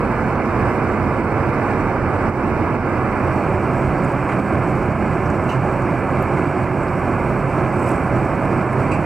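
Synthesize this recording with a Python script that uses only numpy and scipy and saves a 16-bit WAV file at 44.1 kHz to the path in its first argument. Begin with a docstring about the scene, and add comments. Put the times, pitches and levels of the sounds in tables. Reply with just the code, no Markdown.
"""Cabin of an airliner in cruise: seat rows, then, after a dissolve from 2.85 to 3.67 s, close over a meal tray.
From the start: wall roar, engine drone and vent hiss (shaped random spectra), thin whines (sines of wavering level).
From 4 s: ticks and soft knocks (noise bursts); at 5.5 s cutlery and at 8.9 s glass clinks (decaying modes, clatter).
From 7.7 s: a wrapper rustles (random crackles). A two-port microphone colours the sound; a limiter holds down peaks."""
import sys
import numpy as np
from scipy import signal
from scipy.fft import rfft, irfft
from scipy.io import wavfile
from scipy.ndimage import uniform_filter1d

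SR = 44100
rng = np.random.default_rng(int(sys.argv[2]) if len(sys.argv) > 2 else 0)


def pcm_store(signal):
    """Save signal as 16-bit PCM."""
    levels = np.round(np.clip(np.atleast_2d(signal), -1, 1) * 32767)
    wavfile.write(sys.argv[1], SR, levels.astype(np.int16).T)


N = 399105

# dissolve from rows to tray: start_s, end_s
DISSOLVE_S = (2.85, 3.67)
# roar through the walls, rows then tray: freq_hz, density_db_per_hz (relative)
ROAR_SPECTRA = [
    [(12, -39.5), (20, -14), (58, -15), (91, 1), (136, -0.5), (171, -7.5), (194, -5), (220, -2),
     (295, -3.5), (357, -5.5), (657, -9), (1180, -10.5), (1880, -18.5), (2370, -22), (3050, -41),
     (3960, -58), (6710, -120)],
    [(12, -53), (20, -11), (60, -12.5), (133, -3), (194, -4.5), (220, -6), (372, -5.5), (450, -12.5),
     (567, -8.5), (920, -13), (1040, -12), (1690, -19.5), (1880, -22), (2370, -23), (3050, -42),
     (3960, -57), (6710, -120)],
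]
# roar level, rows then tray: level_db
ROAR_LEVELS_DB = [-18.5, -19]
# engine drone the cabin favours, rows then tray: centre_hz, width_hz, level_db
DRONE_BANDS = [
    [(37, 4.8, -37), (62, 13, -38), (90.2, 9.7, -34), (209, 30, -35.5), (357, 41, -33)],
    [(37, 8.7, -42.5), (62, 12, -38), (91.3, 18, -31.5), (128.1, 7.9, -28), (197.7, 6.2, -37.5),
     (361.6, 24, -35)],
]
# vent hiss, rows then tray: freq_hz, density_db_per_hz (relative)
HISS_SPECTRA = [
    [(2600, -40), (3300, -5), (3700, -1), (4100, -5.5), (4500, 1), (5200, 1), (6500, -7), (7200, -6.5),
     (8000, -2), (9000, -10), (10000, -13), (12000, -14.5), (15700, -14.5)],
    [(2600, -40), (3300, -10), (3700, -2), (4100, -4), (4500, 3.5), (5200, 2), (6500, -3), (7200, -1),
     (8000, 5), (9000, -2.5), (10000, -7), (12000, -8.5), (15700, -9)],
]
# hiss level, rows then tray: level_db
HISS_LEVELS_DB = [-55.5, -54.5]
# the two microphone ports, rows then tray: freq_hz, likeness_0_to_1, left_lag_rad, left_minus_right_db
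PORT_RESPONSES = [
    [(60, .9995, .005, -4), (300, 0.96, .025, -4), (905, 1, .1, -4.5), (1490, 0.92, 0.33, -2.5),
     (2300, 0.8, 0.58, -7), (3060, .8, .5, -7), (3450, 0.45, .1, 0), (4330, 0.66, 0.6, -3),
     (5200, .73, 1.3, -0.5), (6800, .4, 2.8, -5), (8000, .45, 2.5, -10), (10000, .2, 2.5, -8.5),
     (15000, .05, 2.5, -5)],
    [(60, 0.99, .001, -4.5), (300, 1, .001, -4), (900, 0.99, .001, -3.5), (2800, 1, .01, -4),
     (3900, 0.95, .05, -0.5), (4400, 0.93, .2, -3), (5500, 0.76, .35, -2.5), (7000, 0.5, .4, -4),
     (8200, .67, .35, -5), (10000, .25, .3, -3), (12000, .15, 2.3, -4), (14000, .3, 2.5, -3)],
]
# nulls of cabin and microphone housing: centre_hz, width_hz, depth_db
NULLS = [(53, 8, 3), (117, 16, 1), (190, 9.3, 0.5), (1870, 76, 14.5), (3410, 140, 14), (4860, 63, 15)]
# whines of fixed pitch: pitch_hz, mean_level_db, left_minus_right_db
WHINE_TONES = [(4338, -71, 3), (5475, -76.5, -4), (5629, -79.5, -4), (8009, -78, -4), (8807, -79.5, -4),
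               (10003, -86, -4)]
# highest whine, joined in time: time_s, left_db, right_db, left_lead_rad
HIGH_WHINE_COURSE = [(0, -81, -72, 2), (1.5, -85, -74, 2), (2.75, -86, -80, 2), (3.05, -70, -68, 2.9),
                     (3.4, -66, -72, 2.9), (5.85, -67, -74, 2), (5.92, -67, -66, 1.6), (7.2, -65, -68, 1.6),
                     (7.9, -66, -67, 1.2), (8.1, -68, -60, 1.5), (8.25, -67, -69, 1.4),
                     (9.05, -72, -68, 1.3)]
# highest whine drops out for a moment: centre_s
HIGH_GAPS_S = [6.55, 8.18, 8.51, 8.93]
# brief level dips of air and whines: lowest_s, depth_db
LEVEL_DIPS = [(2.312, 5), (2.78, 3), (3.57, 1.5), (4.42, 2.5), (4.95, 2), (5.58, 2), (7.69, 2)]
# dry ticks: start_s, peak_db, centre_hz, decay_s
TICK_EVENTS = [(4.037, -44, 8200, .003), (4.047, -37, 8200, .004), (4.116, -44, 8000, .005),
               (4.247, -45, 9000, .002), (4.859, -46, 9000, .003), (5.258, -42, 5500, .012),
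               (5.302, -37, 7000, .0023), (5.44, -43, 8300, .005), (5.821, -40, 7500, .004),
               (6.226, -34, 11000, .001), (6.831, -42, 8200, .008), (6.88, -42, 4600, .008),
               (6.994, -45, 9000, .003), (7.83, -41, 8200, .004), (7.875, -39, 9000, .003),
               (7.893, -41, 12000, .003), (7.916, -36, 8300, .0044), (8.455, -42, 9500, .003),
               (8.729, -40, 9000, .004)]
# soft knocks on the tray: start_s, level_db
KNOCK_EVENTS = [(4.29, -18), (4.318, -18), (6.372, -20)]
# clinks: start_s, ring_peak_db, left_minus_right_db, thing (0 cutlery, 1 glass)
CLINK_EVENTS = [(5.49, -27.5, -3, 0), (5.516, -33, -2, 0), (5.532, -42, -2, 0), (8.914, -22.5, -2, 1),
                (8.934, -30, -7, 1)]
# ring modes, cutlery then glass: mode_hz, level_db, t60_s
RING_MODES = [
    [(2700, -4, .09), (2810, 0, .1), (3690, -22, .08), (4070, -20, .08), (4700, -18, .1), (5870, -18, .1),
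     (6440, -18, .08), (8230, -18, .08), (9550, -25, .08), (11900, -29, .08), (13900, -28, .09)],
    [(2450, -2, .09), (2580, 0, .1), (2730, -2, .09), (3950, -22, .08), (4690, -16, .12), (5630, -21, .07),
     (6150, -22, .07), (7450, -19, .07), (7760, -14, .1), (7920, -15, .1), (8320, -19, .08),
     (9920, -14, .06)],
]
# clatter, cutlery then glass: rattle_hz, rattle_re_ring_db, body_hz, body_re_ring_db
CLATTER_BANDS = [(5400, -9, 2800, -2), (6800, -15, 2500, 3)]
# limiter threshold, full scale 1: left, right
LIMIT_THRESHOLDS = (.275, .435)

HIGH_HZ, GAP_HALF_S, GAP_DB = 11199, .045, 14
DIP_FALL_S, DIP_RECOVER_S = .015, .07
TICK_CYCLES = 3.5  # the fewer cycles in a tick's decay, the wider its band
KNOCK_HZ, KNOCK_WIDTH, KNOCK_DECAY_S = 1800, .27, .022  # widths: half band over centre
SCRAPE_HZ, SCRAPE_WIDTH, SCRAPE_RE_KNOCK_DB = 6400, .36, -26  # bright edge of a knock
TRAY_PAN_DB = -3  # left minus right
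RUSTLE_START_S, RUSTLE_PEAK_S, RUSTLE_PEAK_DB = 7.715, 7.9, -45.5
RUSTLE_RISE_DB_PER_S, RUSTLE_FALL_DB_PER_S = 55, 120
CRACKLES_PER_S = 1400
# wrapper colour: freq_hz, gain_db
RUSTLE_COLOUR = [(3000, -40), (5000, -7), (6800, -11), (8100, 5), (9300, -11), (12000, -16), (16000, -22)]
BASS_CUT_HZ, EDGE_HZ = 32, 15750
LIMITER_SHARE, LIMITER_RECOVERY_DB_PER_S = .85, 180.0  # share of the excess dB removed


def gain_of(db):
    """Decibels to gain."""
    return 10 ** (np.asarray(db) / 20)


def evened(x):
    """Scales to rms 1."""
    return x / np.sqrt(np.mean(x ** 2) + 1e-20)


def read(points, hz):
    """Table columns interpolated on a log-frequency axis."""
    f, *columns = np.transpose(points)
    return [np.interp(np.log(hz + 1), np.log(f + 1), c) for c in columns]


def curve(rows):
    """Table columns interpolated in time, one value a sample."""
    time_s, *columns = np.transpose(rows)
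    return [np.interp(np.arange(N) / SR, time_s, c) for c in columns]


def sides(pan_db):
    """Left and right gains for a level difference."""
    return gain_of(np.clip(pan_db, -20, 20) * np.array([[.5], [-.5]]))


def add(mix, start_s, sound):
    """Mixes a short sound in at start_s, cut off at the end of the mix."""
    part = mix[:, round(start_s * SR):][:, :sound.shape[1]]
    part += sound[:, :part.shape[1]]


def waver():
    """Slow random curve of rms 1, ten points a second."""
    return evened(np.interp(np.arange(N) / SR, np.arange(100) / 10, rng.standard_normal(100)))


def dips_db(rows, fall_s, recover_s):
    """Sum of brief dips, each a bell with its own fall and recovery widths."""
    t = np.arange(N) / SR
    total_db = 0
    for lowest_s, depth_db in rows:
        width_s = np.where(t < lowest_s, fall_s, recover_s)
        total_db = total_db + depth_db * np.exp(-((t - lowest_s) / width_s) ** 2)
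    return total_db


def airflow(power, ports, patchy_db, flicker_db, size):
    """Random short-time spectra with drifting patches and a shared flicker, as the two ports pick them up."""
    frames, hz = 4 * N // size + 8, np.fft.rfftfreq(size, 1 / SR)
    a, b, c, d, patches = rng.standard_normal((frames, len(hz), 5)).T
    patches = uniform_filter1d(patches, size=size // 80, axis=0)
    patches = evened(uniform_filter1d(patches, size=8192 // size + 2, axis=1))
    flicker = evened(uniform_filter1d(rng.standard_normal(frames), size=4096 // size + 1))
    likeness, lag_rad, pan_db = (v[:, None] for v in read(ports, hz))
    likeness = np.clip(likeness, 0, 1)
    right = a + 1j * b
    shared = likeness * np.exp(-1j * lag_rad) * right
    left = shared + np.sqrt(1 - likeness ** 2) * (c + 1j * d)
    spectra = np.array([left * gain_of(pan_db / 2), right / gain_of(pan_db / 2)])
    spectra *= np.sqrt(power(hz))[:, None] * gain_of(patchy_db * patches + flicker_db * flicker)
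    out = signal.istft(spectra, nperseg=size, noverlap=3 * size // 4)[1][:, :N]
    return out / np.sqrt(np.mean(out.mean(0) ** 2))  # rms 1 for the mean of both sides


def roar(k):
    """Airflow through the walls: broad low noise, slightly uneven."""
    power = lambda hz: gain_of(2 * read(ROAR_SPECTRA[k], hz)[0])
    return gain_of(ROAR_LEVELS_DB[k]) * airflow(power, PORT_RESPONSES[k], 0.3, .15, size=4096)


def drone(k):
    """Engine drone: resonance curves filled with noise."""
    def power(hz):
        return sum(gain_of(2 * db) / w / (1 + (2 * (hz - f) / w) ** 4) for f, w, db in DRONE_BANDS[k])
    total_power = sum(gain_of(2 * db) for _, _, db in DRONE_BANDS[k])
    return np.sqrt(total_power) * airflow(power, PORT_RESPONSES[k], 0.51, 0.36, size=8192)


def hiss(k):
    """Vent hiss: treble noise, patchy and flickering."""
    power = lambda hz: gain_of(2 * read(HISS_SPECTRA[k], hz)[0])
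    return gain_of(HISS_LEVELS_DB[k]) * airflow(power, PORT_RESPONSES[k], 1.4, 0.87, size=512)


def place(k):
    """Air sounds of the rows (0) or the tray (1)."""
    return roar(k) + drone(k) + hiss(k)


def whines():
    """Sines of wavering level; the highest reaches the ports out of step and changes in each on its own."""
    t = np.arange(N) / SR
    tone = lambda hz, lead_rad: np.sqrt(2) * np.sin(2 * np.pi * hz * t + lead_rad)
    out = np.zeros((2, N))
    for hz, db, pan_db in WHINE_TONES:
        level = gain_of(db + 2.7 * waver())
        out += sides(pan_db) * level * tone(hz, 2 * np.pi * rng.random())
    left_db, right_db, lead_rad = curve(HIGH_WHINE_COURSE)
    high_db = np.array([left_db + 1.2 * waver(), right_db + 1.2 * waver()])
    high_db -= dips_db([(s, GAP_DB) for s in HIGH_GAPS_S], GAP_HALF_S, GAP_HALF_S)
    return out + gain_of(high_db) * tone(HIGH_HZ, np.array([lead_rad, 0 * lead_rad]))


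def snap(hz, width, decay_s):
    """Decaying band-passed noise around hz, peak 1, partly different in the two ports."""
    burst = rng.standard_normal((3, 4000)) * np.exp(-np.arange(4000) / SR / decay_s)
    edges_hz = np.clip([(1 - width) * hz, (1 + width) * hz], 500, .48 * SR)
    band = signal.butter(3, edges_hz, "band", fs=SR, output="sos")
    burst = signal.sosfilt(band, 0.32 * burst[:2] + burst[2])
    return burst / abs(burst).max()


def ticks():
    """Dry ticks of plastic and paper near the tray: the shorter the burst, the wider its band."""
    out = np.zeros((2, N))
    for start_s, db, hz, decay_s in TICK_EVENTS:
        width = min(np.sqrt(TICK_CYCLES / (hz * decay_s)) / 2, .45)
        add(out, start_s, gain_of(db) * snap(hz, width, decay_s))
    return sides(TRAY_PAN_DB) * out


def knocks():
    """Soft knocks on the tray: a mid-band noise burst with a faint bright edge."""
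    out = np.zeros((2, N))
    for start_s, db in KNOCK_EVENTS:
        edge = gain_of(SCRAPE_RE_KNOCK_DB) * snap(SCRAPE_HZ, SCRAPE_WIDTH, KNOCK_DECAY_S)
        add(out, start_s, gain_of(db) * (snap(KNOCK_HZ, KNOCK_WIDTH, KNOCK_DECAY_S) + edge))
    return sides(TRAY_PAN_DB) * out


def clinks():
    """Each touch rings the modes in a new mix over grainy clatter; nearby surfaces smear the ring."""
    t, out = np.arange(8000) / SR, np.zeros((2, N))
    clatter_rise = 1 - np.exp(-t[:4000] / .004)
    for start_s, db, pan_db, thing in CLINK_EVENTS:
        k = int(round(thing))
        hz, mode_db, t60_s = np.transpose(RING_MODES[k])[:, :, None]
        rattle_hz, rattle_db, body_hz, body_db = CLATTER_BANDS[k]
        spread_db, turn = rng.standard_normal(hz.shape), rng.random(hz.shape)
        modes = gain_of(mode_db + spread_db - 60 * t / t60_s) * np.sin(2 * np.pi * (hz * t + turn))
        ring = modes.sum(0) * (1 - np.exp(-t / .001))
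        echoes = .06 * rng.standard_normal((2, 2000)) * np.exp(-t[:2000] / .01)
        echoes[:, 0] = 1  # direct sound
        ring = signal.fftconvolve(ring[None], echoes, axes=1)
        add(out, start_s, sides(pan_db) * gain_of(db) * ring / abs(ring).max())
        rattle = gain_of(db + rattle_db) * clatter_rise * snap(rattle_hz, .42, .03)
        add(out, start_s, sides(pan_db) * rattle)
        body = gain_of(db + body_db) * clatter_rise * snap(body_hz, .08, .03)
        add(out, start_s, sides(pan_db) * body)
    return out


def rustle():
    """Wrapper crushed harder and harder, then let go: dense crackles, louder right; microphone favours 8 kHz."""
    t = np.arange(N) / SR
    grains = gain_of(2.4 * rng.exponential(1, N)) * (rng.random(N) < CRACKLES_PER_S / SR)
    puffs = signal.lfilter([1], [1, -.98], grains) * rng.standard_normal((3, N))
    (colour_db,) = read(RUSTLE_COLOUR, np.fft.rfftfreq(N, 1 / SR))
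    crackle = irfft(rfft(puffs[:2] + 0.8 * puffs[2]) * gain_of(colour_db), N)
    slope_db_per_s = np.where(t < RUSTLE_PEAK_S, RUSTLE_RISE_DB_PER_S, RUSTLE_FALL_DB_PER_S)
    level_db = RUSTLE_PEAK_DB - abs(t - RUSTLE_PEAK_S) * slope_db_per_s
    onset = np.clip((t - RUSTLE_START_S) / 0.014, 0, 1)
    return sides(-3) * gain_of(level_db) * onset * evened(crackle)


def scene():
    """The two places cross at equal power; air and whines waver and dip; small sounds lie on top."""
    start_s, end_s = DISSOLVE_S
    share = np.clip((np.arange(N) / SR - start_s) / (end_s - start_s), 0, 1)
    air = np.cos(share * np.pi / 2) * place(0) + np.sin(share * np.pi / 2) * place(1)
    level_db = .5 * waver() - dips_db(LEVEL_DIPS, DIP_FALL_S, DIP_RECOVER_S)
    return gain_of(level_db) * (air + whines()) + ticks() + knocks() + clinks() + rustle()


def record(dry):
    """Bass cut and nulls, a fast limiter with one gain for both channels, then the band limit."""
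    hz = np.fft.rfftfreq(N, 1 / SR)
    nulls_db = sum(db / (1 + (2 * (hz - f) / w) ** 2) for f, w, db in NULLS)
    bass_cut = np.sqrt(1 + (BASS_CUT_HZ / (hz + 1)) ** 12)
    x = irfft(rfft(dry) / gain_of(nulls_db) / bass_cut, N)
    peak = (abs(x) / np.array(LIMIT_THRESHOLDS)[:, None]).max(0, keepdims=True)
    cut_db = LIMITER_SHARE * 20 * np.log10(np.maximum(peak, 1))
    # gain falls at once on a peak, whose sharp corner leaves a faint tick, and recovers at a steady rate
    recovery_db = np.arange(N) * LIMITER_RECOVERY_DB_PER_S / SR
    cut_db = np.maximum.accumulate(cut_db + recovery_db, axis=1) - recovery_db
    limited = x / gain_of(cut_db)
    low_pass = signal.firwin(2047, EDGE_HZ, window=("kaiser", 9), fs=SR)
    return signal.oaconvolve(limited, low_pass[None], "same")


dry = scene()
out = record(dry)
pcm_store(out)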